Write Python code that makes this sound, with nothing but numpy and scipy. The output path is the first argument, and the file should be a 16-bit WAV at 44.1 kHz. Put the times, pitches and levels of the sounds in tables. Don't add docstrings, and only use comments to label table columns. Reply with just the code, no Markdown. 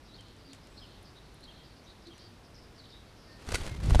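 import sys
import numpy as np
from scipy import signal
from scipy.fft import rfft, irfft
from scipy.io import wavfile
from scipy.ndimage import uniform_filter1d

SR = 44100
rng = np.random.default_rng(int(sys.argv[2]) if len(sys.argv) > 2 else 0)


def unload_audio(sound):
    columns = np.transpose(np.atleast_2d(sound))
    steps = np.round(np.clip(columns, -1, 1) * 32767)
    wavfile.write(sys.argv[1], SR, steps.astype(np.int16))


N = 176400
T = np.arange(N) / SR


def undb(db):
    return 10 ** (np.asarray(db) / 20)


def unit(x):
    return x / np.sqrt(np.mean(x ** 2) + 1e-18)


def wander(rate_hz):
    step = max(int(SR / rate_hz), 1)
    return unit(uniform_filter1d(np.repeat(rng.standard_normal(N // step + 2), step), step)[:N])


def convolve(x, response):
    return signal.fftconvolve(x, response / np.linalg.norm(response))[:N]


def colour(x, tone):
    hz, db = np.array(tone, float).T
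    size = 8192
    freqs = np.maximum(np.arange(size // 2 + 1) * SR / size, 1)
    cepstrum = irfft(np.log(undb(np.interp(np.log(freqs), np.log(hz), db))))
    cepstrum[1:size // 2] *= 2
    cepstrum[size // 2 + 1:] = 0
    return convolve(x, irfft(np.exp(rfft(cepstrum))))


def grit(per_s, spread_db):
    clicks = (rng.random(N) < per_s / SR) * rng.choice([-1, 1], N)
    return unit(clicks * undb(spread_db * rng.uniform(-2.6, 2.4, N)))


def burst(start_s, hold_s=0, fade_s=0.001):
    return (T >= start_s) * np.exp(-np.maximum(T - start_s - hold_s, 0) / fade_s)


def bump(centre_s, width_s):
    return np.exp(-((T - centre_s) / width_s) ** 2 / 2)


def add(out, start_s, x):
    i = int(start_s * SR)
    out[i:i + len(x)] += x[:max(N - i, 0)]


def whistle(hz, rough, shake_hz=400, shakes_per_s=900):
    steps = T[:len(hz)] * shakes_per_s
    shake, tremble = (rough * np.interp(steps, np.arange(512), row)
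                      for row in rng.standard_normal((2, 512)))
    phase = 2 * np.pi * np.cumsum(hz + shake_hz * shake) / SR
    return unit((1 + 1.2 * tremble) * np.sin(phase))


def garden_echo(x, echo_db, ring_s=0.65):
    echoes = rng.standard_normal(N) * undb(-60 * T / ring_s) * (1 - np.exp(-T / 0.0024))
    return x + undb(echo_db) * convolve(x, echoes)


def air(noise_db=-54, hum_hz=100.4, hum_db=-66.5):
    # freq_hz, gain_db
    air_tone = [(20, -10), (50, 4), (75, -3.5), (105, -1.5), (160, -5.5), (300, -7), (500, -12),
                (1000, -16), (2400, -22), (4600, -25), (5600, -27), (7000, -33.5), (10500, -35),
                (15000, -46.5)]
    hum = np.sqrt(2) * np.sin(2 * np.pi * np.cumsum(hum_hz + 3.18 * wander(8.7)) / SR)
    noise = colour(rng.standard_normal(N), air_tone)
    return noise * undb(noise_db + 0.3 * wander(2.18)) + undb(hum_db) * hum


def hoots():
    # start_s, length_s, pitch_hz, level_db
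    notes = [(0.464, 0.11, 272, -55), (2.059, 0.057, 341, -49)]
    out = np.zeros(N)
    for start, length, hz, db in notes:
        t = np.arange(0, length, 1 / SR)
        add(out, start, undb(db) * np.sin(np.pi * t / length) * unit(np.sin(2 * np.pi * hz * t)))
    return garden_echo(out, echo_db=-14)


def twitter(per_s=7, length_s=0.07, pitch_hz=4505, spread_hz=700, fall_hz=475, level_db=-66.5):
    progress = np.linspace(0, 1, int(length_s * SR))
    out = np.zeros(N)
    for slot, (late, height) in enumerate(rng.random((int(per_s * N / SR), 2))):
        hz = pitch_hz + spread_hz * (2 * height - 1) - fall_hz * (progress - 0.5)
        chirp = np.sin(np.pi * progress) * whistle(hz, rough=0.9)
        add(out, (slot + late) / per_s, undb(level_db) * chirp)
    return garden_echo(out, echo_db=-4)


def other_birds():
    # start_s, length_s, start_hz, end_hz, level_db, roughness (0 is pure)
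    notes = [(0.066, 0.1, 3830, 4030, -63, 0.36), (.434, 0.081, 4710, 4670, -64, 0.33),
             (.495, 0.055, 4100, 3870, -59, 0.8), (0.686, 0.11, 7800, 7750, -74, 0.44),
             (.79, .06, 5120, 5080, -63, 0.14), (1.037, .06, 4840, 4660, -62, 1.1),
             (1.145, 0.067, 3730, 3880, -61.5, 0.6), (1.628, 0.046, 4950, 4600, -61, .7),
             (1.828, 0.049, 5810, 5530, -66.5, 1.1), (1.859, 0.058, 3800, 3700, -59, 0.43),
             (1.884, .055, 4050, 3960, -62.5, 0.9), (2.132, .045, 5880, 5800, -66, .4),
             (2.177, 0.068, 4510, 4350, -60, 1.47), (2.22, 0.063, 4630, 4600, -63, 0.33),
             (2.54, 0.025, 5800, 5200, -62, 1.05), (2.547, 0.062, 5240, 5130, -60, 0.43),
             (2.742, .072, 5200, 4650, -62, 1.3), (2.779, 0.043, 4900, 3920, -56, 0.47),
             (2.822, 0.047, 3850, 3600, -59, .9), (2.887, 0.034, 5440, 3840, -62, 1.1),
             (2.908, 0.084, 3750, 3840, -57.5, 0.4), (3.147, .27, 4780, 4930, -66.5, 1.37),
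             (3.258, 0.1, 4680, 4620, -64, 0.97), (3.235, 0.17, 1824, 1830, -66.5, .08),
             (3.683, 0.083, 2155, 2070, -54, 0.06)]
    out = np.zeros(N)
    for start, length, start_hz, end_hz, db, rough in notes:
        progress = np.linspace(0, 1, int(length * SR))
        hz = start_hz + (end_hz - start_hz) * progress
        add(out, start, undb(db) * np.sin(np.pi * progress) * whistle(hz, rough))
    return garden_echo(out, echo_db=-4)


def ticks():
    # start_s, level_db
    hits = [(1.028, -57), (1.343, -58.5), (1.407, -61.5)]
    # freq_hz, gain_db
    tick_tone = [(7000, -21), (9000, -2), (10200, 2), (11500, -5), (15000, -32)]
    loudness = sum(undb(db) * burst(start, fade_s=0.0034) for start, db in hits)
    return colour(loudness * rng.standard_normal(N), tick_tone)


def sparrow(echo_delay_s=0.13):
    # time_s, pitch_hz, level_db, roughness (0 is pure)
    chirp_shape = [(0, 3800, -12, .3), (.016, 4250, 0, .55), (.028, 4450, -2, .8), (.037, 3750, -5, .35),
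                   (.043, 3650, -30, .3), (.05, 3220, -26, .1), (.056, 3200, -3, .2), (.07, 3180, 0, .25),
                   (.081, 3150, -5, .35), (.088, 2880, -8, .35), (.1, 2850, -13, .3)]
    # start_s, level_db
    calls = [(0.13, -54.5), (.762, -53), (1.423, -53), (2.051, -56)]
    # freq_hz, gain_db
    scatter_tone = [(2400, -35), (3100, -5), (3500, 4.5), (4300, 0), (4800, -7.5), (5500, -34), (7000, -46)]
    times, *columns = np.array(chirp_shape).T
    t = np.arange(0, times[-1], 1 / SR)
    hz, shape_db, rough = (np.interp(t, times, column) for column in columns)
    soft_edges = signal.windows.tukey(len(t), 0.1)
    chirps = np.zeros(N)
    for start, db in calls:
        add(chirps, start, whistle(hz, rough) * undb(db + shape_db) * soft_edges)
    trees = rng.standard_normal(N) * bump(echo_delay_s, width_s=0.054)
    tail = undb(-6) * convolve(chirps, trees)
    scatter = sum(undb(db - 14) * bump(start + echo_delay_s, width_s=0.15) for start, db in calls)
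    return garden_echo(chirps, echo_db=-9) + tail + scatter * colour(rng.standard_normal(N), scatter_tone)


def woodpecker(snap_db=11.5, crumble_db=-17):
    # start_s, level_db
    pecks = [(.2079, -54.5), (0.283, -61), (0.365, -59), (0.532, -45.5), (0.5477, -53), (.6709, -55.5),
             (1.4394, -56), (2.071, -57), (2.18, -51.5)]
    # freq_hz, gain_db
    peck_tone = [(500, -4), (2500, 11), (4000, 7), (6000, 7), (9000, 6), (11500, -2), (13000, -18),
                 (15000, -32)]
    loudness = sum(undb(db) * (burst(start, fade_s=0.0023) + undb(crumble_db) * burst(start, fade_s=0.022))
                   for start, db in pecks)
    crunch = loudness * grit(per_s=30000, spread_db=-10)
    for start, db in pecks:
        add(crunch, start, undb([db + snap_db]))
    return colour(crunch, peck_tone)


def knocks(contact_s=0.00027):
    # start_s, peak_db, pitch_factor
    blows = [(3.4912, -30.5, 1), (3.5437, -29, 1.27), (3.9076, -24.5, 1.4), (3.9472, -14, 1.06),
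             (3.9553, -17, 0.94)]
    # pitch_hz, level_db, ring_s (time to drop 60 dB)
    modes = [(620, -2, 0.0083), (774, -7, .009), (1600, -14, 0.0053), (3100, -11, 0.0049)]
    out = np.zeros(N)
    for start, peak_db, pitch_factor in blows:
        ring = sum(undb(db - 60 * T / ring_s) * np.sin(2 * np.pi * hz * pitch_factor * T)
                   for hz, db, ring_s in modes)
        ring *= 1 - np.exp(-T / contact_s)
        add(out, start, undb(peak_db) * ring / np.abs(ring).max())
    return out


def slips(per_s):
    gaps, sizes = rng.uniform(0.3, 1.7, (N // 8, 2)).T
    at = (np.cumsum(gaps) * SR / per_s).astype(int)
    return unit(np.bincount(at[at < N], sizes[at < N], N))


def feather_scuffs(slip_db=-10.5, friction_db=-12.5, tail_db=-18.5):
    # start_s, length_s, scrape_db, rub_db
    strokes = [(3.467, 0.002, -45, -48), (3.4896, 0.001, -30.5, -36), (3.503, .0046, -42, -54),
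               (3.5187, 0.0011, -30, -36), (3.5222, 0.0024, -32.5, -27), (3.54, 0.0016, -33.5, -35),
               (3.5434, 0.0033, -21.5, -29), (3.548, 0.0062, -34, -50), (3.555, 0.0033, -24.5, -41),
               (3.634, 0.00092, -40, -64), (3.656, 0.01, -55, -41), (3.665, .0007, -32.5, -50),
               (3.8583, 0.0033, -37.5, -38), (3.897, 0.0045, -34.5, -36), (3.905, 0.0037, -33.5, -28),
               (3.9471, 0.0019, -26.5, -24), (3.9523, .0028, -29.5, -39), (3.991, 0.0059, -36, -26.5)]
    # freq_hz, gain_db
    scrape_tone = [(300, 5), (1200, -3.5), (2200, 2.5), (3200, 1), (4200, -2), (5400, -1), (9000, -2.5),
                   (10500, -8), (12000, -16.5), (15000, -29)]
    # freq_hz, gain_db
    rub_tone = [(100, 9.5), (300, 0), (600, 4.5), (800, -9.5), (1100, -9.5), (1500, -6.5), (2500, -20.5),
                (6000, -42)]
    # pitch_hz, width_hz, gain_db
    housing = [(524, 120, -6), (1443, 52, 12), (2010, 87, 3), (3920, 110, 2), (4470, 160, 3.5)]
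    scraping, rubbing = np.zeros((2, N))
    for start, length, scrape_db, rub_db in strokes:
        tail = undb(tail_db) * burst(start, length, fade_s=0.029)
        scraping += undb(scrape_db) * (burst(start, length, fade_s=0.0018) + tail)
        rubbing += undb(rub_db) * burst(start, length, fade_s=0.0014)
    texture = undb(slip_db) * slips(per_s=1500) + undb(friction_db) * grit(per_s=25000, spread_db=0)
    scrape = colour(scraping * texture, scrape_tone)
    ring = sum(undb(db) * signal.lfilter(*signal.iirpeak(hz, hz / width, SR), scrape)
               for hz, width, db in housing)
    rub = colour(rubbing * grit(per_s=12000, spread_db=1), rub_tone)
    return scrape + ring + rub


def wings(suction_db=-2.5):
    # time_s, push_db, rise_s, fall_s, suction_width_s
    beats = [(3.481, -33.5, 0.0025, 0.0024, 0.0036), (3.543, -25.5, 0.0017, 0.0027, 0.0046),
             (3.621, -30, 0.0041, 0.004, .0058), (3.682, -31, 0.0055, 0.0031, 0.0034),
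             (3.791, -32, 0.0012, 0.0015, .003), (3.848, -37, .0027, 0.0021, .003),
             (3.886, -14.5, 0.0016, 0.0025, 0.0025), (3.923, -9, 0.0027, 0.0024, 0.0046),
             (3.943, -24, 0.0044, 0.0046, 0.0014), (3.9597, -8.5, 0.001, .0033, 0.0042),
             (3.9985, -10, 0.001, 0.0021, 0.0026)]
    # time_s, rustle_db, swirl_db
    flutter = [(3.36, -67, -86), (3.44, -55.5, -57), (3.48, -48.5, -48), (3.51, -41.5, -41),
               (3.56, -51, -46), (3.61, -46.5, -42.5), (3.67, -48.5, -44.5), (3.72, -49.5, -37.5),
               (3.79, -51, -39.5), (3.84, -47.5, -30), (3.87, -44.5, -27.5), (3.94, -41.5, -27),
               (3.975, -49.5, -27.5), (4, -37.5, -30)]
    # freq_hz, gain_db
    rustle_tone = [(150, 2.5), (450, 4), (900, -1), (2500, -5.5), (4300, -8), (6000, -12), (10000, -17.5),
                   (12000, -24), (15000, -35)]
    # freq_hz, gain_db
    swirl_tone = [(15, -17), (35, 0.5), (70, 1.5), (105, -2), (150, -5.5), (250, -16.5), (500, -26),
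                  (1500, -79)]
    thumps = np.zeros(N)
    for time, db, rise, fall, suction_width in beats:
        width = np.where(T < time, rise, fall)
        push = bump(time, width)
        ease_in = (1 + np.tanh((T - time) / width - 1)) / 2
        suction = ease_in * bump(time + 2.3 * fall, suction_width)
        thumps += undb(db) * (push - undb(suction_db) * suction)
    times, *levels = np.array(flutter).T
    rustle_db, swirl_db = (np.interp(T, times, level, left=-120) for level in levels)
    rustle = grit(per_s=24000, spread_db=3.5) * undb(rustle_db + 2.94 * wander(150))
    swirl = colour(rng.standard_normal(N), swirl_tone) * undb(swirl_db)
    return thumps + colour(rustle, rustle_tone) + swirl


def scene():
    garden = air() + sparrow() + other_birds() + twitter() + hoots() + woodpecker() + ticks()
    return (garden + feather_scuffs() + knocks() + wings())[None]


def record(dry):
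    top_hz = 15200
    return signal.sosfilt(signal.ellip(8, 0.2, 70, top_hz, fs=SR, output="sos"), dry)


dry = scene()
out = record(dry)
unload_audio(out)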